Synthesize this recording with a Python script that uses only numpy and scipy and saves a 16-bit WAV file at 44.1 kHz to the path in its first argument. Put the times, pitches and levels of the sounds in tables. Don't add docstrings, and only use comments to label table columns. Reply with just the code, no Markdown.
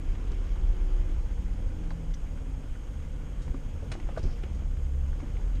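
import sys
import numpy as np
from scipy import signal
from scipy.io import wavfile
from scipy.ndimage import uniform_filter1d

SR = 44100
rng = np.random.default_rng(int(sys.argv[2]) if len(sys.argv) > 2 else 0)


def digitize_waveform(pressure):
    field = np.atleast_2d(pressure).T
    bounded = np.clip(field, -1, 1)
    quanta = np.round(bounded * 32767).astype(np.int16)
    wavfile.write(sys.argv[1], SR, quanta)


def makeup_ratio(level_db):
    decades = np.asarray(level_db, float) / 20
    return 10 ** decades


N = 246947
T = np.arange(N) / SR


def evened(x):
    return x / np.sqrt(np.mean(x ** 2) + 1e-20)


def column(rows, index):
    rows = np.array(rows)
    return np.interp(T, rows[:, 0], rows[:, index])


def wander(top_hz):
    t = T[::256]
    slow = np.zeros(len(t))
    for f in np.geomspace(top_hz / 20, top_hz, 16):
        slow += np.sin(2 * np.pi * (f * t + rng.random())) / np.sqrt(f)
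    return np.interp(T, t, evened(slow))


def lift(passing_hz, peaks):
    coarse_hz = passing_hz[::256]
    gain_db = sum(top_db / (1 + ((coarse_hz - hz) / width) ** 2) for hz, width, top_db in peaks)
    return np.interp(T, T[::256], gain_db)


def swells(rows):
    return sum(db * np.exp(-((T - s) / length) ** 2) for s, db, length in rows)


def noise(spectrum, patchy_db, flicker_db, size):
    frames = 4 * N // size + 5
    hz = np.fft.rfftfreq(size, 1 / SR)
    real, imaginary, patches = rng.standard_normal((frames, len(hz), 3)).T
    patches = uniform_filter1d(patches, size=8, axis=0)
    patches = evened(uniform_filter1d(patches, size=10, axis=1))
    flicker = rng.standard_normal(frames)
    f, db = np.transpose(spectrum)
    colour_db = np.interp(np.log(hz + 1), np.log(f + 1), db, left=-90, right=-90)[:, None]
    z = (real + 1j * imaginary) * makeup_ratio(colour_db + patchy_db * patches + flicker_db * flicker)
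    return evened(signal.istft(z, nperseg=size, noverlap=size * 3 // 4)[1][:N])


# t/s, crank rate/turns per s
CRANK = [(0.0, 17.64), (0.6, 17.03), (1.2, 15.74), (2.1, 13.27), (2.65, 11.88), (3.3, 12.1), (4.1, 11.85),
         (4.45, 11.4), (4.62, 11.5), (4.88, 11.25), (5.05, 11.38), (5.2, 11.7), (5.6, 11.75)]
# t/s, level/dB
LOAD = [(0.0, -28), (0.15, 0), (0.7, 3.5), (0.8, -1), (1.02, 2), (1.12, -1.5), (2.0, 2), (2.62, -0.5),
        (2.8, -20), (3.0, -1), (3.5, -2.5), (4.4, -4), (4.58, 1.5), (4.74, -3.5), (4.88, 2), (5.15, 3),
        (5.3, -2.5), (5.6, -1.5)]
STRONG_ORDERS = (2, 3, 6, 12)
STRONG_DB = [-41, -44, -56, -61.5]
LOAD_SHARE = [2.23, 0.37, 1.6, 0.6]
WEAK_ORDERS = (4, 5, 7, 8, 9, 10, 11, 13, 14, 15, 16, 17, 18, 20, 21, 24)
WEAK_DB = [-44.5, -56, -62.5, -59, -62, -64.5, -62.5, -78, -85, -71.5, -74.5, -69.5, -58, -70, -67, -72]
# f/Hz, width/Hz, level/dB
BOOMS = [(32.65, 1.18, 16.5), (45.7, 2.5, 9), (68, 2.12, 21), (74.5, 2.4, 11.5), (86.9, 2.9, 16),
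         (136.1, 5.4, 12), (145.7, 5.1, 9), (164.1, 7.6, 17), (180.7, 4.3, 12)]
# f/Hz, width/Hz, level/dB
PANELS = [(86, 7.2, 7.5), (125.6, 2.9, 9.5), (169, 9.4, 8), (220, 4.9, -1), (258.8, 2.8, 9),
          (300.5, 4.7, 2)]


def engine():
    speed = column(CRANK, index=1)
    load_db = column(LOAD, index=1)
    turns = np.cumsum(speed) / SR
    out = np.zeros(N)
    for order, db, share in zip(STRONG_ORDERS, STRONG_DB, LOAD_SHARE):
        phase = order * turns + rng.random() + 0.016 * wander(25.0)
        level_db = db + share * load_db + lift(order * speed, BOOMS)
        out += makeup_ratio(level_db) * np.sin(2 * np.pi * phase)
    for order, db in zip(WEAK_ORDERS, WEAK_DB):
        phase = order * turns + rng.random() + 0.015 * wander(6.5)
        level_db = db + lift(order * speed, PANELS) + 2.92 * wander(1.41)
        out += makeup_ratio(level_db) * np.sin(2 * np.pi * phase)
    return np.sqrt(2) * out, turns


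# t/s, f/Hz
MESH = [(0.0, 390.2), (0.8, 367.6), (1.2, 344.0), (2.2, 282.7), (2.75, 254.0)]
# f/Hz, width/Hz, level/dB
HOUSING = [(359.8, 22, 20), (305.4, 10, 15), (266, 17.4, 18)]


def gear():
    gear_db, unload_s = -73, 2.75
    mesh_hz = column(MESH, index=1)
    phase = np.cumsum(mesh_hz) / SR + 0.01 * wander(1.7)
    loaded = np.clip((unload_s - T) / .1, 0, 1)
    return np.sqrt(2) * makeup_ratio(gear_db + lift(mesh_hz, HOUSING)) * loaded * np.sin(2 * np.pi * phase)


# t/s, level/dB
WORK = [(0.0, 1), (0.1, 4), (0.9, 3), (1.4, 1.3), (2.4, 0.1), (3.1, 0), (3.9, 1), (4.25, 3), (4.45, 2),
        (4.7, 0), (5.0, -1.2), (5.2, 2.2), (5.4, 1.5), (5.6, 0.5)]


def worked(level_db, share):
    return level_db + share * column(WORK, index=1)


def stiffened(x, share=0.45):
    swing = np.sqrt(uniform_filter1d(x ** 2, size=1500) + 0.049)
    return evened(x / swing ** share)


# f/Hz, level/dB per Hz
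SHAKE = [(7.1, -18), (12, -24), (21, 5), (32, 10), (48, 5.5), (65, -11.5), (77, -8), (90, -18.5),
         (120, -17.5), (200, -120)]
# t/s, level/dB, length/s
BUMPS = [(0.09, 9, 0.048), (0.31, 9, 0.038), (0.67, 7, 0.15), (0.97, 9, 0.063), (1.15, 12, 0.061),
         (1.39, 13, 0.037), (1.66, 12, 0.043), (2.11, 10, 0.033), (2.33, 3, 0.057), (2.55, 11, 0.024),
         (2.72, 7, 0.029), (2.92, 2, 0.14), (3.22, 3, 0.051), (3.51, 13.5, 0.016), (3.65, 8, 0.026),
         (4.05, 9.5, 0.026), (4.25, 11.5, 0.045), (4.53, 7, 0.036), (4.72, 9.5, 0.037), (5.07, 1, 0.059),
         (5.45, 0, .06)]


def shake():
    level_db = worked(-31.5, share=0.75) + swells(BUMPS) - 6
    return makeup_ratio(level_db) * stiffened(noise(SHAKE, 0.95, 0.43, size=8192))


ROLL = [(55, -22), (70, 7), (80, 1.5), (95, -0.5), (113, -18), (135, -3.5), (170, -21.5), (230, -24),
        (270, -17)]
# t/s, level/dB, length/s
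THUDS = [(0.13, 10, 0.02), (0.27, -15, 0.029), (0.5, 4, 0.17), (1.04, 11, 0.062), (1.29, 7, 0.041),
         (1.72, 6, 0.098), (2.0, 7, 0.079), (2.44, 4, 0.035), (2.72, 5.5, 0.059), (2.95, 2.5, .08),
         (3.27, 6, 0.05), (3.42, 8, 0.082), (3.49, 11, .03), (3.85, 13.5, 0.21), (4.25, 13, 0.06),
         (4.5, 10, 0.16), (4.76, 12, .06), (5.29, 11, 0.079), (5.58, 13, .05)]


def roll():
    level_db = worked(-45, share=0.13) + swells(THUDS) - 4.5
    return makeup_ratio(level_db) * noise(ROLL, 2.5, 0.4, size=4096)


def breath(turns):
    return 0.15 * np.cos(2 * np.pi * turns) + 0.26 * np.cos(6 * np.pi * turns)


# f/Hz, level/dB per Hz
ROAR = [(110, -28.5), (180, 0), (210, -3.5), (273, -1), (388, -10.5), (494, -5.5), (589, -13), (900, -36),
        (1170, -27), (1980, -120)]


def roar(turns):
    return makeup_ratio(worked(-51, share=0.43) + breath(turns)) * noise(ROAR, 1.38, 1.0, size=2048)


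# f/Hz, level/dB per Hz
HISS = [(410, -72), (700, 0), (1230, -7), (1480, -5.5), (1900, -11), (2060, -8.5), (2700, -11.5),
        (3250, -9.5), (3590, -18.5), (4200, -23), (5460, -43), (9240, -120)]


def hiss(turns):
    return makeup_ratio(worked(-59, share=0.9) + breath(turns)) * noise(HISS, 1.28, 0.57, size=512)


# f/Hz, level/dB per Hz
SAND = [(3200, -35), (3700, -7), (4100, -2.5), (4800, 4.5), (5500, 5), (6000, 1.5), (6600, -13),
        (8000, -23)]


def spray():
    scrub_db = swells([(4.3, 7.5, 0.082)])
    return makeup_ratio(worked(-73.5, share=0.93) + scrub_db) * noise(SAND, 1.24, 0.74, size=512)


# f/Hz, t60/s
TRIM = [(270, 0.042), (350, 0.055), (450, .04), (560, .04), (630, 0.032), (700, 0.016), (780, 0.084),
        (950, 0.0073), (1200, 0.017), (1500, 0.015), (1800, 0.0032), (2150, 0.006), (2500, 0.011),
        (2900, 0.035), (3400, 0.005), (3900, 0.0085), (4500, 0.01), (5200, 0.0059), (5900, 0.0067),
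        (6600, 0.014), (7500, 0.0019), (8600, 0.0044)]


def rattle(peak_db, hz, spread, length):
    t = np.arange(4096) / SR
    length = max(length, .001)
    white, contact = rng.standard_normal((2, 4096))
    drive = white * (0.18 + (abs(contact) > 2.2)) * np.exp(-t / length)
    drive[0] = 0.052 / np.sqrt(length)
    ring = np.zeros(4096)
    for f, t60 in TRIM:
        mode_db = -6 * (np.log2(f / hz) / spread) ** 2 - 60 * t / t60
        ring += makeup_ratio(mode_db) * np.sin(2 * np.pi * f * t) / np.sqrt(t60)
    lowpass = signal.butter(6, 9300., fs=SR)
    out = signal.lfilter(*lowpass, signal.fftconvolve(drive, ring)[:4096])
    return makeup_ratio(peak_db) * out / abs(out).max()


def grit():
    hit = rng.random(N) < 60 / SR
    clicks = makeup_ratio(2.6 * np.minimum(rng.exponential(1, N), 2.8)) * hit
    grain = rattle(0, 1500, 1.1, .003)
    return makeup_ratio(worked(-70.0, share=1)) * evened(signal.oaconvolve(clicks, grain)[:N])


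# f/Hz, level/dB per Hz
PORT = [(4500, -35), (6050, -14), (6480, 0.5), (7000, -7.5), (8200, -10), (9500, -12.5), (10300, -18.5),
        (11700, -14.5), (13000, -17), (13800, -26), (14300, -49)]


def microphone_hiss():
    return makeup_ratio(-67.5 - 0.56) * noise(PORT, 0.8, 0.16, size=1024)


# t/s, peak level/dB, f/Hz, spread/octaves, length/s
RAPS = [(0.152, -40, 1600, 0.79, 0.0088), (1.906, -37.5, 1800, 0.15, 0.0023),
        (2.373, -45, 1684, 0.22, 0.013), (2.753, -47, 1500, .1, 0.0067), (3.478, -43, 1150, 0.25, 0.0034),
        (3.479, -47, 1800, 0.14, 0.009), (3.544, -41.5, 1170, 0.1, .004), (3.917, -30, 2180, 1.4, 0.013),
        (3.999, -35.5, 1900, 0.4, 0.006), (4.164, -40.5, 1500, 0.18, 0.006),
        (4.178, -35, 1330, 0.22, 0.006), (4.432, -38.5, 1500, 0.8, 0.0091),
        (4.437, -35, 2410, 0.48, 0.0045), (5.060, -47, 1490, 0.61, .005), (5.13, -43, 1450, 0.25, 0.009),
        (5.200, -42.5, 1410, 0.37, 0.0076), (5.368, -44, 2000, 0.26, 0.0051)]
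# t/s, peak level/dB, f/Hz, spread/octaves, length/s
TICKS = [(0.318, -48, 5000, .5, 0.0037), (1.906, -45.5, 3640, 0.34, 0.012),
         (2.139, -43, 3400, 0.13, 0.0033), (2.14, -44.5, 5760, 0.12, 0.007),
         (3.418, -45.5, 5480, 0.67, 0.035), (3.917, -38.5, 4600, 0.25, 0.0044),
         (4.002, -51, 6000, 0.28, 0.0092), (4.176, -41, 4540, 0.58, 0.019), (4.229, -44, 5260, 0.15, 0.018),
         (4.547, -48, 6000, 0.42, 0.013), (5.204, -53, 5500, 0.34, 0.014), (5.555, -47, 3980, 0.4, 0.0058)]
# t/s, peak level/dB, f/Hz, spread/octaves, length/s
KNOCKS = [(0.562, -45.5, 1030, 0.19, 0.059), (3.823, -40.5, 494, 0.15, 0.035),
          (3.967, -37.5, 328, 0.16, 0.016), (1.909, -41, 910, 0.14, 0.0078),
          (3.543, -32.5, 294, 0.18, 0.0044), (3.952, -31, 650, 0.75, 0.0036),
          (4.089, -32.5, 750, 0.7, 0.0066), (4.174, -24.5, 610, 0.16, 0.0045),
          (4.195, -36, 280, 0.37, 0.017), (4.24, -32, 303, 0.33, 0.025), (4.436, -31, 325, 0.27, 0.018),
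          (4.591, -45, 1030, 0.28, 0.032), (4.619, -38.5, 392, 0.35, 0.0055),
          (5.227, -32, 258, 0.15, 0.018)]


def trim():
    out = np.zeros(N + 4096)
    for s, *blow in KNOCKS + RAPS + TICKS:
        start = round(s * SR)
        out[start:start + 4096] += rattle(*blow)
    return out[:N]


# t/s, f/Hz, level/dB
HEAVE = [
    (4.95, 32.45, -65),
    (5.1, 32, -30),
    (5.3, 36.9, -35),
    (5.45, 40.6, -27),
    (5.6, 42.3, -31.5),
]


def heave():
    phase = np.cumsum(column(HEAVE, index=1)) / SR
    return np.sqrt(2) * makeup_ratio(column(HEAVE, index=2)) * np.sin(2 * np.pi * phase)


def sparse_top(x, from_hz, keep, hole_db):
    hz, _, z = signal.stft(x, SR, nperseg=1536, noverlap=768)
    power = abs(z) ** 2
    usual = uniform_filter1d(np.median(power, axis=-1, keepdims=True), size=9, axis=-2)
    fade_in = np.clip((hz[:, None] - from_hz) / 700, 0, 1)
    bar = keep * makeup_ratio(0.7 * rng.standard_normal(z.shape[-1])) * fade_in
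    gain = np.where(power < bar * usual, makeup_ratio(hole_db), 1)
    return signal.istft(z * gain, SR, nperseg=1536, noverlap=768)[1][:, :N]


def scene():
    orders, turns = engine()
    road = shake() + roll() + roar(turns) + hiss(turns)
    return (orders + gear() + road + spray() + grit() + trim() + heave())[None]


def band_limit(x):
    return signal.sosfilt(signal.butter(12, 14320, fs=SR, output="sos"), x)


def record(dry):
    heard = (dry + microphone_hiss()) * np.clip((T[-1] - T) / .006, 0, 1)
    mix = sparse_top(heard, from_hz=9170, keep=1.9, hole_db=-22)
    return band_limit(mix)


dry = scene()
out = record(dry)
digitize_waveform(out)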